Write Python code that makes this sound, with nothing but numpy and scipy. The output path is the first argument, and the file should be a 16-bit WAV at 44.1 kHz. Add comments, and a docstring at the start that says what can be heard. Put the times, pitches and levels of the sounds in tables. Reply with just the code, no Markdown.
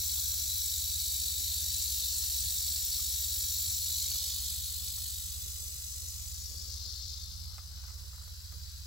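"""Rattlesnake at night

A rattlesnake buzzes in dry leaves below a hand-held camera, which turns away into the woods.
Its hollow tail segments clatter fifty times a second, and the colour at the two microphone ports
shifts with the turn. A far engine idles, light wind brushes the microphone, the plastic grip creaks."""
import sys
import numpy as np
from scipy import signal
from scipy.fft import rfft, irfft, next_fast_len
from scipy.io import wavfile
from scipy.ndimage import uniform_filter1d

SR = 44100
rng = np.random.default_rng(int(sys.argv[2]) if len(sys.argv) > 2 else 0)


def master(y):
    """Save y as 16-bit WAV."""
    cut = np.clip(np.atleast_2d(y).T, -1, 1)
    pcm = np.round(cut * 32767)  # scale
    wavfile.write(sys.argv[1], SR, pcm.astype(np.int16))


N = 390726


def amp(db):
    return 10 ** (np.asarray(db) / 20)


def unit_rms(x):
    return x / np.sqrt(np.mean(x ** 2) + 1e-20)


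def at_hz(rows, hz):
    """Columns of a spectrum table, interpolated in log frequency."""
    row_hz, *columns = np.transpose(rows)
    return np.array([np.interp(np.log(hz + 1), np.log(row_hz + 1), c) for c in columns])


def at_time(rows, t):
    """Columns of a control table at times t."""
    row_s, *columns = np.transpose(rows)
    return [np.interp(t, row_s, c) for c in columns]


def stft(x, size):
    return signal.stft(x, SR, nperseg=size, noverlap=size * 3 // 4)


def istft(z, size):
    return signal.istft(z, SR, nperseg=size, noverlap=size * 3 // 4)[1][..., :N]


def drift(cutoff_hz):
    """Slow random wander, rms 1."""
    z = rfft(rng.standard_normal(N))
    hz = np.arange(len(z)) * SR / N
    return unit_rms(irfft(z / (1 + (hz / cutoff_hz) ** 4), N))


def patches(shape, bins, steps):
    """Random hills over frequency and time, rms 1."""
    hills = uniform_filter1d(rng.standard_normal(shape[::-1]).T, size=bins, axis=0)
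    return unit_rms(uniform_filter1d(hills, size=steps, axis=1))


def ports(z, balance_db, lead_rad, coherence):
    """Stereo from two unrelated spectra: the right port shares part of the left."""
    coherence = np.clip(coherence, 0, 1)
    right = coherence * np.exp(1j * lead_rad) * z[0] + np.sqrt(1 - coherence ** 2) * z[1]
    return np.array([z[0], right / amp(balance_db)])


def camera_turn(t):
    """The hand swings the camera through five sides: 0 facing the snake, 4 turned away."""
    # Each row: start in seconds, length in seconds.
    swings = [(3.75, 0.52), (5.05, 0.51), (6.208, 0.66), (7.3, 0.51)]
    return sum(np.clip((t - start_s) / length_s, 0, 1) for start_s, length_s in swings)


def at_turn(per_side, turn):
    return np.interp(turn, range(len(per_side)), per_side)


def tail_clatter():
    """Dense dry clicks, loudest where segment knocks on segment; two unrelated click streams that share the
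    same throb."""
    # Each row: time in seconds, shakes per second.
    shake_rate = [(0, 49.98), (1.75, 49.82), (3.85, 50.12), (4.9, 49.96), (6.15, 50.15), (7.7, 49.98),
                  (8.86, 49.98)]
    # Each row: place and spread as shares of a shake, centre in Hz, width in octaves, level in dB.
    knocks = [(0.079, 0.042, 3730, 0.11, 6), (0.73, 0.021, 4500, 0.12, 6.5), (0.22, 0.032, 5600, 0.073, 6),
              (0.074, 0.095, 8600, 0.28, 3), (0, 0.073, 9800, 0.062, 4), (0.35, 0.07, 14000, 0.25, 1.5),
              (0, 0.065, 12000, 0.075, 2), (.97, .1, 23000, 0.22, -6), (0.84, 0.11, 2550, 0.62, 0.5),
              (1, 0.16, 8700, 2.7, -4.5)]
    # Knock gain in dB for each side: echoes from the trees blur the throb.
    blur_db = [-0.25, 0.36, -0.47, -0.59, -2.5]
    clicks_per_s, click_spread_db, knock_spread_db, shell_t60_s = 12000, 1.5, 1.8, 0.0051
    hits = rng.random((2, N)) < clicks_per_s / SR
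    sizes = np.minimum(rng.exponential(1, (2, N)), 4)
    clicks = hits * amp(click_spread_db * sizes) * rng.choice([-1, 1], (2, N))
    shell = rng.standard_normal((2, 300)) * amp(-60 * np.arange(300) / SR / shell_t60_s)
    n_fft = next_fast_len(N)
    smear = np.exp(1j * np.angle(rfft(shell, n_fft)))  # all-pass: spreads each click in time
    clicks = irfft(rfft(clicks, n_fft) * smear, n_fft)[:, :N]
    hz, t, z = stft(unit_rms(clicks), size=128)
    shakes = np.cumsum(at_time(shake_rate, t)[0]) * t[1]
    blur = amp(2 * at_turn(blur_db, camera_turn(t)))
    power = np.ones(z.shape[1:])
    scatter = rng.standard_normal((int(shakes[-1]) + 3, len(knocks), 2))  # no two shakes alike
    for k, (place, spread, centre_hz, width_oct, db) in enumerate(knocks):
        count = np.floor(shakes - place + .5).astype(int) + 1
        force, jitter = scatter[count, k].T
        offset = shakes - place + 1 - count + 0.046 * jitter
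        pulse = amp(2 * (db + knock_spread_db * force)) * np.exp(-.5 * (offset / spread) ** 2)
        band = np.exp(-.5 * (np.log2((hz + 1) / centre_hz) / width_oct) ** 2)
        power += band[:, None] * pulse * blur
    return istft(z * np.sqrt(power / power.mean(1, keepdims=True)), size=128)


def rattle():
    """The tail's clatter and its echoes at the two ports of the turning camera."""
    # Each row: time in seconds, body level in dB, lean to the left in dB, treble level in dB.
    levels = [(0, -42.5, 4.5, -44), (3.7, -42.5, 4, -44.5), (3.95, -42, 2, -44.5), (4.25, -42.5, -0.5, -47),
              (4.7, -45.5, 4.5, -49), (5.05, -46.5, 3.5, -49), (5.45, -48.5, 3.8, -52),
              (5.9, -50, 1.5, -53), (6.3, -49, 5.5, -54.5), (6.5, -48, 9, -56.5), (6.85, -44.5, 9, -60.9),
              (7.15, -45.9, 7, -62), (7.65, -53.2, 7, -64), (7.85, -51.5, 6, -64.5), (8, -55, 2.5, -63),
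              (8.86, -53.5, 4, -63.5)]
    # Body colour from five sides. Each row: frequency in Hz, left gain in dB, left over right in dB,
    # right lead in radians, coherence 0-1.
    front = [(1500, -22.9, 5.5, -0.04, 0.53), (2200, -18.6, 9.4, -1.1, 0.52),
             (3000, -11.7, 12.2, -1.5, 0.35), (3400, -5.4, 6.5, -0.22, 0.76), (3850, 2.2, 3.7, 0.01, 0.95),
             (4300, 1.7, 5.2, -0.01, 0.94), (4700, 1.5, 2.9, -0.0, 0.94), (4980, -6.7, 1.4, 0.01, 0.91),
             (5300, -0.6, 2.1, 0.28, 0.85), (5780, 2.8, 7.2, 0.79, 0.81), (6200, -0.8, 9.1, 1.69, 0.58),
             (6600, 0.3, 8.9, -0.52, 0.74), (7000, -1.5, 0.6, -0.05, 0.95), (7400, -3.7, 0.0, -0.0, 1.0)]
    quarter = [(1500, -22.4, 6.3, -1.9, 0.3), (2200, -18.6, 9.7, 0.4, 0.25), (2750, -15.2, 4.6, -0.1, 0.67),
               (3150, -7.9, 4.0, -0.6, 0.78), (3500, -2.2, 5.6, -0.4, 0.8), (3850, 1.5, 5.7, -0.5, 0.78),
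               (4200, 3.6, 5.5, -0.5, 0.78), (4550, 2.7, 4.2, -0.7, 0.75), (4900, -1.1, 1.3, -0.3, 0.65),
               (5300, -5.3, -0.7, 0.2, 0.55), (5750, -3.0, 0.5, 1.0, 0.53), (6200, -4.1, 1.1, 0.8, 0.53),
               (6700, -2.4, 2.2, -0.0, 0.91), (7300, -3.3, 0.0, -0.0, 1.0)]
    side_on = [(1500, -19.1, 8.6, 3.1, 0.24), (2200, -16.7, 15.4, 0.1, 0.29), (2750, -15.7, 2.8, -0.2, 0.5),
               (3150, -10.1, 5.2, -2.4, 0.52), (3500, -4.7, 5.9, -1.9, 0.62), (3850, -2.4, 3.1, -1.4, 0.68),
               (4200, -4.0, -1.9, -1.4, 0.63), (4550, -5.7, -2.3, -0.1, 0.45), (4900, 0.1, 2.7, 0.5, 0.68),
               (5300, -0.8, 3.7, 1.0, 0.6), (5750, 2.6, 7.9, 1.6, 0.59), (6200, 3.2, 8.0, 1.5, 0.68),
               (6700, -0.7, 6.7, -0.2, 0.57), (7300, -2.2, 0.2, -0.1, 0.98)]
    back = [(1500, -23.2, 9.4, 2.9, 0.25), (2200, -34.4, -7.6, -2.6, 0.5), (2750, -30.3, -7.9, -2.6, 0.26),
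            (3150, -19.6, -3.5, 0.2, 0.36), (3500, -7.7, 1.7, 0.2, 0.76), (3850, -2.1, 6.0, 0.0, 0.73),
            (4200, 2.5, 9.3, -0.1, 0.77), (4550, 1.4, 10.6, -0.2, 0.78), (4900, 1.6, 11.4, -0.2, 0.68),
            (5300, 0.9, 11.5, -0.6, 0.4), (5750, -2.0, 8.9, -1.0, 0.43), (6200, -4.0, 4.6, -1.1, 0.53),
            (6700, -9.7, 1.1, -2.4, 0.36), (7300, -13.7, -2.3, 0.1, 0.47)]
    behind = [(1500, -14.5, 2.9, -0.7, 0.19), (2200, -27.7, -5.4, -1.0, 0.33),
              (2750, -20.3, -1.9, -2.5, 0.55), (3150, -12.8, -0.8, -2.1, 0.43),
              (3500, -7.5, 1.8, -0.3, 0.13), (3850, -2.7, 3.0, -0.1, 0.42), (4200, 0.0, 5.6, -0.1, 0.5),
              (4550, 1.8, 6.6, -0.1, 0.66), (4900, 2.8, 6.8, -0.0, 0.62), (5300, 1.1, 6.8, 0.0, 0.56),
              (5750, -1.7, 5.9, 0.5, 0.24), (6200, -3.4, 2.5, 1.3, 0.14), (6700, -7.4, 1.5, -0.1, 0.28),
              (7300, -10.8, 0.0, -0.0, 0.94)]
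    sides = [front, quarter, side_on, back, behind]
    # Pitch offset of the peaks in octaves for each side.
    side_oct = [0, .06, .07, -.2, -.1]
    # Each row: frequency in Hz, treble ripple in dB.
    treble_ripple = [(7000, 1.2), (7600, 0.2), (8200, 1.0), (8800, -2.1), (9200, -1.5), (9800, -2.7),
                     (10400, 0.5), (10900, -0.2), (11400, -2.3), (12000, -3.7), (12500, 0.6), (13800, 3.0),
                     (14700, 0.2), (15700, -1.4)]
    # The treble bands are by turns in step and opposed between the two channels. Each row: frequency in Hz,
    # right lead in half turns.
    twist = [(7900, 0), (9000, 1), (10050, 1), (11100, 2), (11900, 2), (13100, 3), (13850, 3), (14800, 4)]
    notch_hz, notch_width_hz, notch_db = 4960, 60, -7
    crossover_hz, min_treble_coherence, ground_gain = 7200, 0.09, 0.2

    hz, t, z = stft(tail_clatter(), size=1024)
    core = (hz > 3500) & (hz < 6500)
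    hz = hz[:, None]
    body_db, lean_db, treble_db = at_time(levels, t)
    turn = camera_turn(t)
    # neighbouring sides blend, their peaks sliding in pitch
    slide_oct = at_turn(side_oct, turn)
    low_db, balance_db, lead_rad, low_coherence = sum(
        np.maximum(1 - abs(turn - k), 0) * at_hz(side, hz * 2 ** (side_oct[k] - slide_oct))
        for k, side in enumerate(sides))
    low_db += body_db - 12 * np.maximum(np.log2(1400 / (hz + 1)), 0)
    # an echo off sheet metal cancels one narrow band while the camera faces it
    facing = np.maximum(1 - 2 * turn, 0)
    low_db += notch_db * np.exp(-((hz - notch_hz) / notch_width_hz) ** 2) * facing
    lean_band = np.exp(-(np.log2((hz + 1) / 4800) / .5) ** 4)
    balance_db += (lean_db - balance_db[core].mean(0)) * lean_band

    ripple_db = at_hz(treble_ripple, hz)[0] * at_turn([1, .6, .4, .3, .3], turn)
    tilt_db_per_oct = at_turn([0, -3, -4.5, -3.5, -2.5], turn)
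    high_db = treble_db + ripple_db + np.log2((hz + 1) / 11000) * tilt_db_per_oct
    twist_rad = np.pi * np.interp(hz, *np.transpose(twist))
    high_coherence = 1 - (1 - min_treble_coherence) * np.sin(twist_rad) ** 2
    high = np.clip((hz - crossover_hz) / 400 + .5, 0, 1)
    low = 1 - high

    # echoes off leaves and sheet metal comb thin, drifting streaks; the ground echo ripples evenly
    comb_db = 2.2 * patches(z.shape[1:], bins=2, steps=240)
    comb_db += 1.2 * patches(z.shape[1:], bins=8, steps=8)
    ground_delay_s = at_turn([0.0022, 0.001583, 0.00145, 0.0019, 0.00202], turn)
    comb_db += 20 * np.log10(abs(1 + ground_gain * low * np.exp(2j * np.pi * hz * ground_delay_s)))
    z = ports(z, low * balance_db, low * lead_rad + twist_rad, low * low_coherence + high * high_coherence)
    z *= amp(low * low_db + high * high_db) * unit_rms(amp(comb_db))
    return istft(z * np.sqrt(SR / 2000), size=1024)  # levels per kHz


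def engine():
    """A far engine hunts around idle; through the trees its low orders waver differently at each port."""
    # Each row: time in seconds, firings per second.
    idle = [(0, 16.82), (.4, 16.47), (.76, 16.73), (1.1, 16.38), (1.72, 16.87), (2.05, 16.35),
            (2.78, 16.53), (3.04, 16.41), (3.4, 16.75), (3.8, 16.87), (4.3, 16.37), (4.7, 16.48),
            (5.6, 16.66), (6.3, 16.75), (7.09, 16.44), (7.4, 16.74), (7.85, 16.38), (8.5, 16.67),
            (8.86, 16.66)]
    # Each row: multiple of the firing rate, level in dB, phase in radians, waver in dB,
    # gain in dB per extra firing per second.
    orders = [(2, -63.5, 0, -1, 0), (3, -61.5, 0, 4, 5), (4, -49, 0, 1.1, -3.5), (5, -51.5, 0.29, 0.5, 7.5),
              (6, -64.5, -1.07, 1, 12), (7, -85, 3.5, 5, -2), (8, -85, -0.3, 3.6, 11),
              (10, -73.5, 2.5, 3, 9)]
    start_cycles = 0.93
    firing_hz = at_time(idle, np.arange(N) / SR)[0]
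    angle = 2 * np.pi * (start_cycles + np.cumsum(firing_hz) / SR)
    out = np.zeros((2, N))
    for multiple, db, phase_rad, waver_db, db_per_hz in orders:
        sway_rad = 0.25 * drift(1.0)
        swell_db = waver_db * drift(2.3) + db_per_hz * (firing_hz - firing_hz.mean())
        lean_db = -5.5 + 2.5 * drift(2.7)
        for port, sign in enumerate((1, -1)):
            tone = np.sqrt(2) * np.cos(multiple * angle + phase_rad + sign * sway_rad)
            out[port] += amp(db + swell_db + sign * lean_db / 2) * tone
    return out


def night_air():
    """Low rumble and faint hiss in drifting patches, with a midrange rustle that swells and fades."""
    # Each row: frequency in Hz, noise density in dB, left over right in dB, coherence 0-1.
    spectrum = [(20, -92, 12, .7), (45, -75.5, 6, 0.4), (77, -69, 0.5, 0.8), (107.5, -80, 1, 0.63),
                (179, -92.5, -4, 0.86), (270, -106, 16, 0.2), (694, -106, -3, 0.08), (1100, -102, -2, 0),
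                (1270, -100, -1.5, 0.3), (1580, -102, 5, 0.2), (2420, -103, -0.5, 0.56),
                (4000, -104, -4, 0), (6470, -110, 10, 0.1), (7500, -140, -10, .1)]
    # Each row: time in seconds, midrange gain in dB.
    rustle = [(0, 7), (.4, -6.5), (3.6, -6), (4.2, 4), (4.6, -2), (7.2, -3.5), (7.5, 3), (8, 2.5),
              (8.86, -11)]
    port_delay_s = 0.00019  # far sounds reach the right port later
    hz, t, z = stft(rng.standard_normal((2, N)), size=2048)
    hz = hz[:, None]
    db, balance_db, coherence = at_hz(spectrum, hz)
    midrange = np.exp(-(np.log2((hz + 1) / 800) / 0.64) ** 2)
    db = db + at_time(rustle, t)[0] * midrange + 2.5 * patches(z.shape[1:], bins=10, steps=8)
    z = ports(z, balance_db, -2 * np.pi * hz * port_delay_s, coherence)
    return istft(z * amp(db) * np.sqrt(SR / 2), size=2048)


def wind():
    """Gusts moan on the microphone: each rises, holds and drops back to the lull, fluttering all along."""
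    # Each row: start in seconds, length in seconds, level in dB, moan pitch in Hz.
    gusts = [(.15, 0.37, -74.5, 333), (.95, 0.53, -75.5, 328), (1.565, 0.45, -74, 325),
             (1.95, 0.36, -74.5, 430), (2.673, 0.063, -60, 300), (2.833, 0.33, -76.5, 320),
             (3.348, 0.62, -70.5, 310), (4.024, 0.316, -69, 363), (4.688, 0.36, -74.5, 350),
             (5.34, 0.51, -75, 425), (5.89, 0.27, -75, 420), (6.457, .55, -74, 433),
             (7.888, 0.22, -74, 380), (8.514, 0.065, -62, 450)]
    # Each row: frequency in Hz, gain in dB, for a moan at reference_hz.
    colour = [(100, -8), (200, 1), (330, 3.5), (480, -2.5), (800, -21), (1500, -43), (3000, -33)]
    reference_hz, rise_s, fall_s, lull_db, flutter_db = 330, 0.042, 0.068, -83, 2.5
    hz, frame_s, z = stft(rng.standard_normal((2, N)), size=2048)
    starts_s, lengths_s, _, pitches_hz = np.transpose(gusts)
    moan_hz = np.interp(frame_s, starts_s + lengths_s / 2, pitches_hz)
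    colour_db = at_hz(colour, hz[:, None] * reference_hz / moan_hz)[0]
    moan = istft(ports(z, balance_db=-5.0, lead_rad=0, coherence=0.17) * amp(colour_db), size=2048)
    t = np.arange(N) / SR
    strength = np.full(N, amp(lull_db))
    for start_s, length_s, db, _ in gusts:
        ramp = np.minimum((t - start_s) / rise_s, (start_s + length_s - t) / fall_s)
        strength += amp(db) * np.clip(ramp, 0, 1)
    return unit_rms(moan) * strength * amp(flutter_db * drift(17))


def grip_creaks():
    """Each creak is a short burst of slips that rings the plastic body."""
    # Each row: start in seconds, level in dB, left over right in dB, brightness in dB per octave.
    creaks = [(0.183, -58, 2, -1), (0.328, -59, 0, -1), (2.23, -63, 1, -2.5), (2.993, -54.5, -1, 0),
              (4.113, -59, 4.5, -6), (4.149, -59, 3, -2.5), (4.976, -57, -0.5, 0), (7.534, -59, 0, 3),
              (7.581, -46.5, 0, 3), (7.772, -54.5, 3, -2.5), (7.836, -61, 0.5, -6), (7.882, -56, 5, 3),
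              (7.902, -56, -3, 10), (8.13, -59, -2, -8), (8.143, -60, -1, -2.5), (8.178, -59, -3, -8),
              (8.195, -67, -0.5, -2.5), (8.212, -60, -2, -5), (8.233, -63, -1, -2.5), (8.273, -61, -1, -4),
              (8.522, -57, -0.5, -2.5)]
    # Each row: frequency in Hz, gain in dB, t60 in seconds.
    body_modes = [(580, -28, 0.018), (790, -5, 0.025), (945, -7, .018), (1260, 13.5, 0.018),
                  (1424, 2.5, 0.023), (1760, 3, .015), (2040, 4.5, 0.015), (2500, -1, 0.016),
                  (4200, -15, .008)]
    attack_s, slip_t60_s = 0.00056, 0.051
    out, t = np.zeros((2, N + 4000)), np.arange(2000) / SR
    slips = rng.standard_normal((len(creaks), 2, len(t))) * (1 - np.exp(-t / attack_s))
    for (start_s, db, pan_db, db_per_oct), slip in zip(creaks, slips):
        ring = sum(amp(mode_db + db_per_oct * np.log2(hz / 1200) - 60 * t / t60_s)
                   * np.sin(2 * np.pi * hz * t) for hz, mode_db, t60_s in body_modes)
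        burst = (slip + 0.48 * slip[::-1]) * amp(-60 * t / slip_t60_s)
        creak = signal.oaconvolve(burst, ring[None], axes=1)
        creak *= 1.87 * amp(db + np.array([[pan_db], [-pan_db]]) / 2) / abs(creak).max()
        out[:, round(start_s * SR):][:, :creak.shape[1]] += creak
    highpass = signal.butter(2, 450, "high", fs=SR, output="sos")  # small body, no bass
    return signal.sosfilt(highpass, out[:, :N])


def scene():
    return rattle() + engine() + night_air() + wind() + grip_creaks()


def record(dry):
    """Steep low-pass band limit."""
    edge_hz = 15850
    lowpass = signal.firwin(511, edge_hz, window=("kaiser", 9), fs=SR)
    return signal.oaconvolve(dry, lowpass[None], "same")


dry = scene()
out = record(dry)
master(out)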